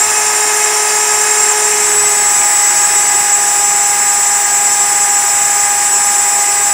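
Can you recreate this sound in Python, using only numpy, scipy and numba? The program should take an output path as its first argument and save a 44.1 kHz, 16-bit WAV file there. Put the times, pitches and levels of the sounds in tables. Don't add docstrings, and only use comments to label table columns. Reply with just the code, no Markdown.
import sys
import numpy as np
from scipy import signal
from scipy.io import wavfile
from scipy.ndimage import uniform_filter1d
from numba import njit

SR = 44100
rng = np.random.default_rng(int(sys.argv[2]) if len(sys.argv) > 2 else 0)


def voltage_ratio(decibels):
    exponent = np.asarray(decibels, float) / 20
    return 10 ** exponent


def master(y):
    cut = np.clip(np.atleast_2d(y).T, -1, 1)
    pcm = np.round(cut * 32767)
    wavfile.write(sys.argv[1], SR, pcm.astype(np.int16))


N = 296793

# t/s, f/Hz
SHAFT_SPEED = [(0, 423.6), (0.5, 422.9), (1.45, 422.6), (1.65, 421.2), (2.0, 416.2), (2.3, 412.8),
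               (3.0, 412.0), (3.25, 410.2), (3.6, 409.5), (3.88, 409.4), (4.08, 408.5), (4.85, 409.2),
               (5.15, 408.0), (5.6, 408.8), (6.73, 408.5)]
# t/s, stage/1 (0 light, 1 biting, 2 deep)
CUT_STAGE = [
    (0, 0.018),
    (1.4, 0.09),
    (1.65, 0.24),
    (1.85, 0.61),
    (2.05, 1.2),
    (2.4, 1.1),
    (2.9, 0.92),
    (3.3, 1.78),
    (3.8, 1.94),
    (6.73, 2),
]
# f/Hz, unbalance hum level/dB, two-flute tone level/dB
FRAME_RESPONSE = [(408, -43, -23.5), (409.8, -36, -23.5), (412.85, -42, -24.5), (413.3, -31, -26),
                  (416.3, -25, -29), (419.3, -24, -29), (421.5, -25, -25), (422.9, -27, -26),
                  (423.6, -32, -26.5)]
# stage/1, air roar level/dB, chip hiss level/dB, table rumble level/dB
BACKGROUND = [(0, -21.5, -24, -44.5), (1, -22, -22.5, -39.5), (2, -24, -24.5, -41.5)]
# order/1, light level/dB, deep level/dB
SHAFT_ORDERS = [(3, -29, -32), (4, -33, -33), (5, -36, -50), (6, -38, -42), (7, -44, -47), (8, -50, -54),
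                (9, -49, -52), (10, -62, -57), (12, -36, -44), (13, -29, -33), (14, -36, -43),
                (15, -40, -38), (16, -30, -42), (17, -32, -34), (18, -21, -27), (19, -34, -26),
                (20, -39, -37), (21, -32, -47), (22, -36, -48), (26, -40, -44), (32, -50, -52)]
# nearest order/1, light level/dB, biting level/dB, deep level/dB
CHATTER_LINES = [(1, -41, -38, -41), (3, -37, -38, -41), (4, -36, -39, -46), (5, -38, -31, -34),
                 (6, -32, -42, -51), (9, -44, -42, -43), (12, -39, -42, -43), (13, -40, -39, -38),
                 (14, -32, -35, -37), (15, -37, -30, -31), (16, -29, -33, -35), (17, -25, -30, -30),
                 (18, -21, -24.5, -21), (19, -28.5, -14, -16), (20, -29, -23, -22), (21, -31, -31, -33),
                 (22, -26, -27, -37), (23, -31, -29, -26), (24, -39, -36, -35), (25, -48, -42, -42),
                 (26, -41, -41, -49), (27, -53, -47, -47), (28, -46, -48, -50), (29, -51, -49, -44),
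                 (32, -41, -50, -44), (33, -53, -42, -45), (35, -52, -50, -47), (36, -46, -54, -52),
                 (37, -49, -44, -38), (38, -60, -39, -40)]
# t/s, level/dB
RING_FLARES = [(0.02, 7.5), (0.19, -1), (0.27, 3), (0.32, -4), (0.35, 4.5), (0.64, 5.0), (1.03, 2.5),
               (1.13, 5.0), (1.22, 4.5), (1.31, 4), (1.4, 5.5), (1.44, 6), (1.5, 7), (1.54, -2),
               (1.65, 5.5), (1.83, 3), (2.85, 3.0), (3.3, 0), (3.34, 3.5), (3.97, -2.2), (5.18, 3.5),
               (5.21, -3)]
# f/Hz, level/dB per Hz
HISS_LIGHT = [(4200, -21), (4900, -8), (5300, -6), (6300, -0.5), (6600, -16), (6950, 2.5), (7450, 2),
              (7850, -19), (8200, -12), (8650, -14), (9000, -11), (9800, -10), (10300, -17)]
# f/Hz, level/dB per Hz
HISS_DEEP = [(4200, -20.5), (5000, -9), (5500, -8), (6000, -1), (6700, -10), (7000, 0), (7550, 1.5),
             (7950, -12), (8300, -14), (8800, -13), (9200, -8), (10000, -12.5), (10400, -17.5)]
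# f/Hz, level/dB per Hz
HISS_TOP = [(11500, -16.5), (13000, -16), (13900, -15), (14200, -24), (14600, -22), (15500, -19),
            (16500, -24)]
# f/Hz, level/dB per Hz
AIR_SPECTRUM = [(250, -29), (330, -28), (520, -23.5), (700, -9), (900, -8), (1100, -12), (1350, -12.5),
                (1650, -9.5), (2300, -9), (2700, -13), (3100, -18), (4100, -20), (4600, -23)]
# f/Hz, width/Hz, level/dB
HOUSING_MODES = [(440, 58, 9.5), (690, 39, 0.5), (981, 59, 5.5), (1727, 130, 4), (2080, 140, 0),
                 (2344, 56, -10), (2320, 150, 1)]
# f/Hz, level/dB per Hz
RUMBLE_SPECTRUM = [(12, -11), (35, -26), (60, -3), (130, -3.5), (200, 1), (300, -3), (420, -4)]

HOP = 100
TIME_S = np.arange(N // HOP + 2) * HOP / SR
TOP_ORDER = 38


def evened(x):
    return x / np.sqrt(np.mean(abs(x) ** 2) + 1e-20)


def curves(rows, along=TIME_S):
    s, *columns = np.transpose(rows)
    return [np.interp(along, s, column) for column in columns]


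def smooth(control):
    return np.interp(np.arange(N) / SR, TIME_S, control)


def wander(hz):
    z = rng.standard_normal(len(TIME_S)) + 1j * rng.standard_normal(len(TIME_S))
    f = np.fft.fftfreq(len(TIME_S), HOP / SR)
    return evened(np.fft.ifft(np.fft.fft(z) / (1 + (f / hz) ** 2)))


@njit
def orders(heights, turns, hop):
    out = np.zeros(len(turns), np.complex128)
    for n in range(len(turns)):
        i, part = n // hop, n % hop / hop
        spin = np.exp(2j * np.pi * turns[n])
        z = spin
        for k in range(heights.shape[1]):
            out[n] += ((1 - part) * heights[i, k] + part * heights[i + 1, k]) * z
            z *= spin
    return out


def read(points, hz):
    f, value = np.transpose(points)
    return np.interp(np.log(hz + 1), np.log(f + 1), value, left=-90, right=-90)


def noise(shape_db, patchy_db):
    frames, hz = N // 256 + 5, np.fft.rfftfreq(1024, 1 / SR)
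    t = np.arange(frames) * 256 / SR
    a, b, patches = rng.standard_normal((frames, 513, 3)).T
    patches = uniform_filter1d(patches, size=10, axis=0)
    patches = evened(uniform_filter1d(patches, size=12, axis=1))
    level_db = shape_db(hz[:, None], t) + patchy_db * patches
    z = (a + 1j * b) * voltage_ratio(level_db)
    return evened(signal.istft(z, nperseg=1024, noverlap=768)[1][:N])


def surge(k, stage):
    flare_s, lull_db = 0.02, -2
    surge_db = sum(db * np.exp(-.5 * ((TIME_S - s) / flare_s) ** 2) for s, db in RING_FLARES)
    surge_db = surge_db + lull_db * np.clip(1 - stage, 0, 1)
    return surge_db * 1.14 / (1 + ((k - 18.3) / 0.96) ** 2)


def shaft(turns, speed_hz, stage):
    hum_db, flute_db = curves(FRAME_RESPONSE, speed_hz)
    deep = np.clip(stage / 2.55, 0, 1)
    lines = [(1, hum_db - 1.5 * deep), (2, flute_db + 0.83)]
    lines += [(k, light + (full - light) * deep) for k, light, full in SHAFT_ORDERS]
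    heights = np.zeros((len(TIME_S), TOP_ORDER), complex)
    for k, db in lines:
        waver = 1 + (0.1 + 0.019 * k) * wander(hz=17)
        pull_hz = 6 * (16 <= k <= 22)
        phase = np.exp(2j * np.pi * (rng.random() - pull_hz * TIME_S))
        heights[:, k - 1] = voltage_ratio(db + surge(k, stage)) * waver * phase
    return voltage_ratio(4.0) * orders(heights, turns, HOP).real


def chatter(turns, offset_hz, stage):
    load = np.sqrt(2) * wander(hz=32).real
    sag = load + .25 * (load ** 2 - 1)
    slip = np.cumsum(smooth(offset_hz - (17 - 2.5 * stage) * sag)) / SR
    heights = np.zeros((len(TIME_S), TOP_ORDER), complex)
    for k, *levels in CHATTER_LINES:
        db = np.interp(stage, range(3), levels) + surge(k, stage)
        db -= (.9 if k <= 19 else .1) * sag
        echo = 0.059 + 0.16 * min(abs(k - 19.6), 14)
        fading = (1 + echo * wander(hz=27.7)) / np.sqrt(1 + echo ** 2)
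        lag = .06 * (k - 19) ** 2
        if 6 <= k <= 11:
            lag = lag + np.cumsum(12 - offset_hz) * HOP / SR
        heights[:, k - 1] = voltage_ratio(db) * fading * np.exp(2j * np.pi * lag)
    ring = orders(heights, turns, HOP) * np.exp(2j * np.pi * slip)
    return voltage_ratio(3.5) * ring.real


def chips(turns, level_db):
    def shape_db(hz, t):
        deep = np.clip(np.interp(t, *np.transpose(CUT_STAGE)), 0, 1)
        return (1 - deep) * read(HISS_LIGHT + HISS_TOP, hz) + deep * read(HISS_DEEP + HISS_TOP, hz)
    bite = 1 + 0.34 * np.cos(2 * np.pi * turns)
    return smooth(voltage_ratio(level_db + 4)) * bite * noise(shape_db, patchy_db=2.0)


def roar(level_db):
    def shape_db(hz, t):
        modes_db = sum(db / (1 + (2 * (hz - f) / w) ** 2) for f, w, db in HOUSING_MODES)
        return read(AIR_SPECTRUM, hz) + modes_db + 0 * t
    return smooth(voltage_ratio(level_db + 1.5)) * noise(shape_db, patchy_db=0.53)


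def rumble(level_db):
    def shape_db(hz, t):
        return read(RUMBLE_SPECTRUM, hz) + 0 * t
    return smooth(voltage_ratio(level_db - 1.0)) * noise(shape_db, patchy_db=1.5)


def scene():
    speed_hz, = curves(SHAFT_SPEED)
    stage, = curves(CUT_STAGE)
    turns = np.cumsum(smooth(speed_hz + 0.2514 * wander(hz=11.4).real)) / SR
    offset_hz = np.interp(stage, range(3), [-50, -33, -27])
    offset_hz = offset_hz + 5 * np.sqrt(2) * wander(hz=2.508).real
    recede_from_s, recede_db_per_s = 2.86, 0.02
    away_db = -recede_db_per_s * np.maximum(TIME_S - recede_from_s, 0)
    roar_db, hiss_db, rumble_db = np.array(curves(BACKGROUND, stage)) + away_db
    mono = shaft(turns, speed_hz, stage) + chatter(turns, offset_hz, stage)
    mono += chips(turns, hiss_db) + roar(roar_db) + rumble(rumble_db)
    return np.array([mono, mono])


def band_limit(x):
    return signal.sosfilt(signal.butter(12, 15950, fs=SR, output="sos"), x)


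def record(dry):
    ceiling = .89
    loud = ceiling * np.tanh(voltage_ratio(0.75) * dry / ceiling)
    edge = signal.firwin(801, 15770, window=("kaiser", 9), fs=SR)
    mix = signal.oaconvolve(loud, edge[None], "same")
    return band_limit(mix)


dry = scene()
out = record(dry)
master(out)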